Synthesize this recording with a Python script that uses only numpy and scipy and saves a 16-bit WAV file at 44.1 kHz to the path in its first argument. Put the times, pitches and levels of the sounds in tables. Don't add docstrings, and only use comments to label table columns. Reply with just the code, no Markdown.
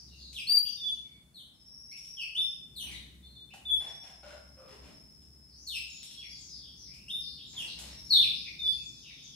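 import sys
import numpy as np
from scipy import signal
from scipy.fft import rfft, irfft, next_fast_len
from scipy.io import wavfile
from scipy.ndimage import map_coordinates

SR = 44100
rng = np.random.default_rng(int(sys.argv[2]) if len(sys.argv) > 2 else 0)


def generate_wav(sig):
    pcm = np.round(np.clip(np.atleast_2d(sig).T, -1, 1) * 32767).astype(np.int16)
    wavfile.write(sys.argv[1], SR, pcm)


N = 412335
T = np.arange(N) / SR

# (time [s], length [s], start pitch [Hz], held pitch [Hz], slide [s], level [dB],
# overtone gain [dB], roughness [0-1])
WHISTLES = [ (0.468, 0.14, 4220, 4691, 0.029, -22, -20, 0.18),
            (0.77, 0.17, 3690, 3471, 0.07, -31.5, -28.5, 0.06),
            (2.346, 0.11, 2704, 3597, 0.03, -26.5, -24.5, 0.58),
            (3.222, 0.063, 3670, 3570, 0.021, -52, -29, 0.16),
            (3.348, 0.12, 3780, 3560, 0.016, -51.5, -27, 0.15),
            (3.651, 0.1354, 3570, 3455, .05, -26, -25.5, 0.07),
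            (7.08, 0.145, 2680, 3648, 0.027, -35.5, -20, 0.9),
            (8.588, 0.13, 3693, 3486, 0.075, -24, -28.5, 0.11)]

def whistles(slide_db=15, sag_hz=1000, settle_s=0.04):
    out = np.zeros(N)
    for at_s, length_s, start_hz, held_hz, slide_s, db, overtones_db, rough in WHISTLES:
        t = np.arange(0, length_s, 1 / SR)
        sliding = np.maximum(1 - t / slide_s, 0)
        tremble = .005 * wander(t, 90)
        slips_hz = rough * sag_hz * np.tanh(wander(t, 260) ** 2 / 2) * np.exp(-t / settle_s)
        hz = held_hz * (1 + tremble) + (start_hz - held_hz) * sliding - slips_hz * (1 - sliding)
        onset_dip_db = slide_db * (1 - rough / 2) * np.sqrt(sliding)
        level = amp(db - onset_dip_db + 2.5 * rough * wander(t, 220))
        shape = swell(t, length_s, rise_s=.006, fall_s=.025)
        add(out, at_s, level * shape * syrinx(hz, overtones_db, drop_db=12.5))
    return out


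# (time [s], length [s], first pitch [Hz], middle pitch [Hz], last pitch [Hz],
# level [dB], overtone gain [dB])
CHEEPS = [ (0.34, 0.066, 4350, 3115, 2387, -37, -20), (1.336, 0.083, 4610, 3684, 2890, -51.5, -18),
          (2.165, 0.078, 3420, 2815, 2543, -36.5, -31.5), (2.192, 0.039, 5710, 5010, 3900, -45, -18),
          (2.75, 0.094, 4870, 3273, 2913, -42, -12), (5.661, 0.12, 4766, 3227, 2490, -38, -16.5),
          (7.557, 0.08, 3755, 3007, 2680, -37.5, -19), (8.097, 0.092, 4705, 3840, 3487, -18.5, -28.5),
          (8.208, 0.048, 3525, 2900, 2130, -32.5, -24)]

def cheeps(rise_s=0.015, fall_s=0.011, growth_db=1.5, flutter_db=4.3):
    out = np.zeros(N)
    for at_s, length_s, first_hz, middle_hz, last_hz, db, overtones_db in CHEEPS:
        t = np.arange(0, length_s, 1 / SR)
        progress = t / length_s
        span_hz = first_hz - last_hz
        bend = -np.log2(np.clip((middle_hz - last_hz) / span_hz, .05, .9))
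        strain = np.interp(db, [-36, -18], [1, .45])
        hoarseness = strain * (.004 + .011 * progress) * wander(t, 900)
        hz = (last_hz + span_hz * (1 - progress) ** bend) * (1 + hoarseness)
        level = amp(db + growth_db * (progress - 1) + flutter_db * wander(t, 489))
        shape = swell(t, length_s, rise_s, fall_s)
        add(out, at_s, level * shape * syrinx(hz, overtones_db, harmonics=5))
    return out


# (frequency [Hz], gain [dB])
THROAT_RESPONSE = [(4500, 23), (5400, 9.5), (6400, -4.5), (7200, -17), (8200, 6), (9500, 1), (11000, 3.5),
                   (12500, 3), (14200, 2.5), (15500, -10.5)]

def syrinx(hz, overtones_db, harmonics=4, drop_db=8):
    phase = 2 * np.pi * np.cumsum(hz) / SR
    overtones = np.zeros_like(phase)
    for k in range(2, harmonics + 1):
        gain = amp(read(THROAT_RESPONSE, k * hz) - drop_db * (k > 3))
        overtones += gain * (k * hz < SR / 2) * np.sin(k * phase)
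    return np.sqrt(2) * (np.sin(phase) + amp(overtones_db) * overtones)


# (time [s], length [s], level [dB])
TRILL_SURGES = [(1.5, 0.82, -49.5), (3.7, 0.46, -52), (5.72, .72, -52.5), (7.75, 0.6, -50)]

def trill(rest_db=-60, rest_hz=5304, steady_from_s=3.75, syllables_per_s=16.6,
          push_hz_per_db=19.5, widen_hz_per_db=13):
    surges = bouts(TRILL_SURGES, rise_s=.3, fall_s=.13)
    level = np.maximum(amp(rest_db) * (T > steady_from_s), surges)
    effort_db = 20 * np.log10(np.maximum(level / amp(rest_db), 1))
    rate_hz = syllables_per_s * (1 + .08 * wander(T, 12))
    cycle = (np.cumsum(rate_hz) / SR) % 1
    depth_hz = 115 + widen_hz_per_db * effort_db
    sweep_hz = depth_hz * (np.cos(np.pi * cycle) - 0.43 + 0.37 * wander(T, 700))
    gate = ramp(cycle / .2) * ramp((.85 - cycle) / .3)
    syllables = unit(gate * amp(2 * wander(T, 20)))
    pitch_hz = rest_hz + push_hz_per_db * effort_db + 30 * wander(T, 15)
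    return level * syllables * syrinx(pitch_hz + sweep_hz, overtones_db=-19.5, harmonics=2)


# (time [s], length [s], first pitch [Hz], last pitch [Hz], level [dB])
FAR_CALLS = [ (-.06, 0.073, 6470, 4800, -40), (0.103, 0.062, 2874, 2744, -60.5),
             (0.163, 0.14, 4910, 3720, -50), (0.646, .04, 2814, 3430, -42),
             (0.635, 0.17, 6000, 5030, -50.5), (0.828, 0.11, 3260, 2920, -55.5),
             (1.011, 0.18, 2350, 2177, -69), (1.908, 0.045, 2057, 2680, -51),
             (2.39, 0.13, 5475, 5170, -47.5), (2.833, 0.14, 2800, 1880, -51.5),
             (2.929, 0.047, 4154, 3490, -44.5), (3.208, 0.22, 4234, 4120, -59.5),
             (3.498, 0.044, 2525, 2980, -50.5), (5.478, 0.23, 4340, 7000, -55),
             (5.862, 0.15, 6780, 6920, -54), (5.938, 0.27, 4110, 3160, -56),
             (6.152, 0.094, 3310, 3380, -47.5), (6.187, 0.094, 3100, 1944, -52.5),
             (6.268, 0.12, 5000, 4520, -48.5), (6.352, 0.18, 7550, 5170, -53.5),
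             (6.48, 0.11, 5200, 4630, -46), (6.605, .1, 3626, 3262, -52), (6.753, 0.17, 5970, 4806, -50),
             (6.855, 0.19, 2113, 2754, -62), (7.174, 0.17, 5475, 4250, -46), (7.365, 0.12, 3094, 3820, -48),
             (7.442, 0.17, 7240, 6600, -55), (7.661, .07, 4590, 3680, -43), (8.329, 0.09, 5440, 4750, -44),
             (8.451, 0.043, 2590, 2270, -42.5), (8.631, 0.14, 4990, 4430, -45.5),
             (8.736, .13, 2666, 2480, -59), (8.812, .085, 7460, 6560, -56.5),
             (8.965, 0.44, 3770, 3410, -54.5), (9.019, 0.11, 3185, 2162, -52),
             (9.217, 0.063, 6480, 5620, -51.5)]

def twitter(min_rasp=0.092, rasp_per_octave=1.9, max_rasp=.55):
    out = np.zeros(N)
    for at_s, length_s, first_hz, last_hz, db in FAR_CALLS:
        octaves = abs(np.log2(first_hz / last_hz))
        rasp = min(min_rasp + rasp_per_octave * octaves, max_rasp)
        add(out, at_s, amp(db) * slur(length_s, first_hz, last_hz, rasp))
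    return out


# (time [s], length [s], level [dB])
FLOCK_BOUTS = [(-.1, 1.1, -59), (5.7, 1.19, -58), (7.4, 2.2, -58.5)]

def flock(count=480, low_hz=3766, high_hz=7010, treble_db=-4):
    chatter = np.zeros(N)
    for when, stretch, height, drop in rng.random((count, 4)):
        hz = low_hz + (high_hz - low_hz) * height
        call = slur(0.06 + 0.053 * stretch, hz, hz * (1 - 0.33 * drop), rasp=0.35)
        add(chatter, when * N / SR, amp(treble_db * height) * call)
    return unit(chatter) * bouts(FLOCK_BOUTS, rise_s=0.1, fall_s=0.051)


def slur(length_s, first_hz, last_hz, rasp):
    t = np.arange(0, length_s, 1 / SR)
    glide_hz = first_hz + (last_hz - first_hz) * t / length_s
    shake = 0.1155 * rasp * wander(t, 700)
    shape = swell(t, length_s, .3 * length_s, .2 * length_s)
    return shape * syrinx(glide_hz * (1 + shake), overtones_db=-28, harmonics=2)


# (time [s], level [dB])
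WIRE_TICKS = [(0.33, -44.5), (1.912, -57.5), (1.971, -51.5), (2.048, -52), (2.915, -46), (3.537, -49.5),
              (5.219, -63), (6.03, -42), (6.11, -47.5), (6.938, -53), (7.788, -38)]
# (frequency [Hz], gain [dB])
CLAW_SPECTRUM = [(200, -20), (900, -26.5), (1600, -29), (3000, 0), (5000, -7.5), (8000, -4), (11000, -7),
                 (15000, -21)]

def claw_taps(t60_s=0.1, steps=3, step_s=.02, step_db=-13.5):
    envelope = np.zeros(N)
    t = np.arange(SR // 10) / SR
    decay = np.exp(-np.log(1000) * t / t60_s)
    for at_s, db in WIRE_TICKS:
        for step, spacing in enumerate(rng.uniform(.8, 1.2, steps)):
            add(envelope, at_s + step * spacing * step_s, amp(db + step * step_db) * decay)
    return envelope * noise(CLAW_SPECTRUM)


# (time [s], length [s], friction level [dB], ring pitch [Hz], ring level [dB])
SCRAPES = [(2.822, 0.17, -59.5, 115, -62), (3.536, 0.024, -38, 787, -47.5), (3.802, 0.14, -52, 750, -60.5),
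           (4.032, 0.12, -56, 740, -64), (4.229, 0.16, -55, 608, -55), (4.569, 0.14, -73.5, 521, -59),
           (4.68, 0.11, -55.5, 415, -59.5), (4.821, .13, -57.5, 262, -60.5), (7.531, 0.21, -57, 199, -70),
           (7.773, 0.21, -54, 276, -72), (8.115, 0.16, -60, 99.7, -59.5)]
# (frequency [Hz], gain [dB])
FRICTION_SPECTRUM = [(150, -2.5), (450, -0.5), (900, 2.5), (1300, -6.5), (2200, 3), (3500, -1), (6000, -6),
                     (10000, -12.5), (15000, -25)]
# (frequency / ring pitch [ratio], gain [dB])
RING_MODES = [(0.999, 2), (2.35, -4.5), (4.699, -14.5)]

def scrapes(grain_db=3, ring_q=1 / 0.093):
    strokes, rings = np.zeros(N), np.zeros(N)
    for at_s, length_s, friction_db, ring_hz, ring_db in SCRAPES:
        t = np.arange(0, length_s, 1 / SR)
        add(strokes, at_s, amp(friction_db) * swell(t, length_s, rise_s=0.0035, fall_s=0.074))
        ring_shape = swell(t, length_s, rise_s=0.0033, fall_s=0.033)
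        for ratio, mode_db in RING_MODES:
            resonator = signal.iirpeak(ring_hz * ratio, ring_q, SR)
            ring = unit(signal.lfilter(*resonator, rng.standard_normal(len(t))))
            add(rings, at_s, amp(ring_db + mode_db) * ring * ring_shape)
    friction = unit(noise(FRICTION_SPECTRUM) * amp(grain_db * wander(T, 390)))
    return strokes * friction + rings


# (time [s], length [s], level [dB])
HUM_SWELLS = [(-.05, .5, -55.5), (2.7, 0.74, -56.5), (3.53, .35, -56.5), (4.07, 0.6, -59.5),
              (4.68, 0.26, -54), (5.1, 0.86, -62), (6.1, 0.78, -66), (7.6, 0.516, -56), (8.4, .55, -62)]

def hum(pitch_hz=66, drift_hz=1.4, rest_db=-76.5, waver_db=3):
    resting = amp(rest_db + waver_db * wander(T, 15))
    level = np.maximum(resting, bouts(HUM_SWELLS, rise_s=0.2, fall_s=0.12))
    phase = 2 * np.pi * np.cumsum(pitch_hz + drift_hz * wander(T, 6.9)) / SR
    return level * np.sqrt(2) * np.sin(phase)


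# (time [s], level before trim [dB])
RUMBLE_LEVEL = [(0.0, -72), (0.05, -61.5), (2.34, -68.5), (2.86, -58.5), (4.19, -66.5), (4.84, -61.5),
                (5.75, -65), (8.25, -57), (9.35, -63.5)]
# (frequency [Hz], gain [dB])
RUMBLE_SPECTRUM = [(20, -23.5), (40, -12), (60, 7.5), (85, -1.5), (150, 3.5), (250, -3.5), (400, -12),
                   (700, -30.5), (1500, -33), (4000, -29)]
HISS_SPECTRUM = [(100, -22.5), (600, 3), (1300, -3.5), (3000, -8.5), (7000, -8.5), (10000, -2.5),
                 (13000, -16), (15500, -26)]
# (frequency [Hz], coherence [0-1])
COHERENCE = [(30, 0.9), (130, 0.86), (260, 0.89), (500, 0.3), (1000, 0.1), (4000, 0)]

def rumble_and_hiss(trim_db=1, hiss_db=-73):
    level = amp(np.interp(T, *np.transpose(RUMBLE_LEVEL)) + trim_db)
    left, independent = (rfft(level * noise(RUMBLE_SPECTRUM) + amp(hiss_db) * noise(HISS_SPECTRUM))
                         for _ in range(2))
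    coherence = np.clip(read(COHERENCE, np.fft.rfftfreq(N, 1 / SR)), 0, 1)
    right = coherence * left + np.sqrt(1 - coherence ** 2) * independent
    return irfft(np.array([left, right]), N)


# (frequency [Hz], T60 [s])
ROOM_T60 = [(300, .6), (1500, .7), (3500, .6), (5500, .62), (9000, .55), (14000, .45)]

def room(dry, tail_db, early_db=-8, first_s=0.0034, spread_s=0.026, reflections=8):
    hz, t, spectrum = signal.stft(rng.standard_normal((2, SR)), SR, nperseg=256)
    decay = np.exp(-np.log(1000) * t / read(ROOM_T60, hz)[:, None])
    tail = signal.istft(spectrum * decay, SR, nperseg=256)[1]
    tail *= np.minimum(np.arange(tail.shape[1]) / SR / 0.01, 1)
    response = amp(tail_db) * tail / np.linalg.norm(tail, axis=1, keepdims=True)
    for channel in response:
        delays = (SR * (first_s + spread_s * rng.random(reflections))).astype(int)
        channel[delays] += amp(early_db) * rng.choice([-1, 1], reflections) / np.sqrt(reflections)
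    response[[0, 1], [0, 2]] += 1
    response /= np.linalg.norm(response, axis=1, keepdims=True)
    return signal.fftconvolve(dry[None], response, axes=1)[:, :N]


def amp(db):
    return 10 ** (np.asarray(db) / 20)


def unit(x):
    return x / np.sqrt(np.mean(x ** 2) + 1e-20)


def read(points, hz):
    table_hz, values = np.transpose(points)
    return np.interp(np.log(hz + 1), np.log(table_hz), values)


def add(mix, at_s, sound):
    start = round(at_s * SR)
    sound = sound[max(-start, 0):]
    part = mix[max(start, 0):][:len(sound)]
    part += sound[:len(part)]


def noise(spectrum):
    size = next_fast_len(N)
    gain = amp(read(spectrum, np.fft.rfftfreq(size, 1 / SR)))
    return unit(irfft(rfft(rng.standard_normal(size)) * gain, size)[:N])


def wander(t, rate_hz):
    return map_coordinates(rng.standard_normal(4096), [t * rate_hz], order=3, mode="grid-wrap")


def ramp(x):
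    return np.sin(np.pi / 2 * np.clip(x, 0, 1)) ** 2


def swell(t, length_s, rise_s, fall_s):
    return ramp(t / rise_s) * ramp((length_s - t) / fall_s)


def bouts(rows, rise_s, fall_s):
    return sum(amp(db) * swell(T - at_s, length_s, rise_s, fall_s) for at_s, length_s, db in rows)


def scene():
    near = room(whistles(), tail_db=-1, early_db=-4) + room(cheeps(), tail_db=6, early_db=-8.5)
    far = room(twitter() + flock(), tail_db=6) + room(trill(), tail_db=3)
    cages = room(scrapes(), tail_db=2.5) + room(claw_taps(), tail_db=1.5)
    return near + far + cages + hum() + rumble_and_hiss()


# (frequency [Hz], left minus right [dB])
MIC_BALANCE = [(60, 0), (130, 2.5), (1000, 1), (3000, 1.3), (5500, 3.5), (7500, 5.5), (10000, 3.5),
               (14000, 1)]

def record(dry, cutoff_hz=15720):
    tilt_db = read(MIC_BALANCE, np.fft.rfftfreq(N, 1 / SR)) / 2
    heard = irfft(rfft(dry) * amp([tilt_db, -tilt_db]), N)
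    lowpass = signal.firwin(511, cutoff_hz, window=("kaiser", 9), fs=SR)
    return signal.oaconvolve(heard, lowpass[None], "same")


dry = scene()
out = record(dry)
generate_wav(out)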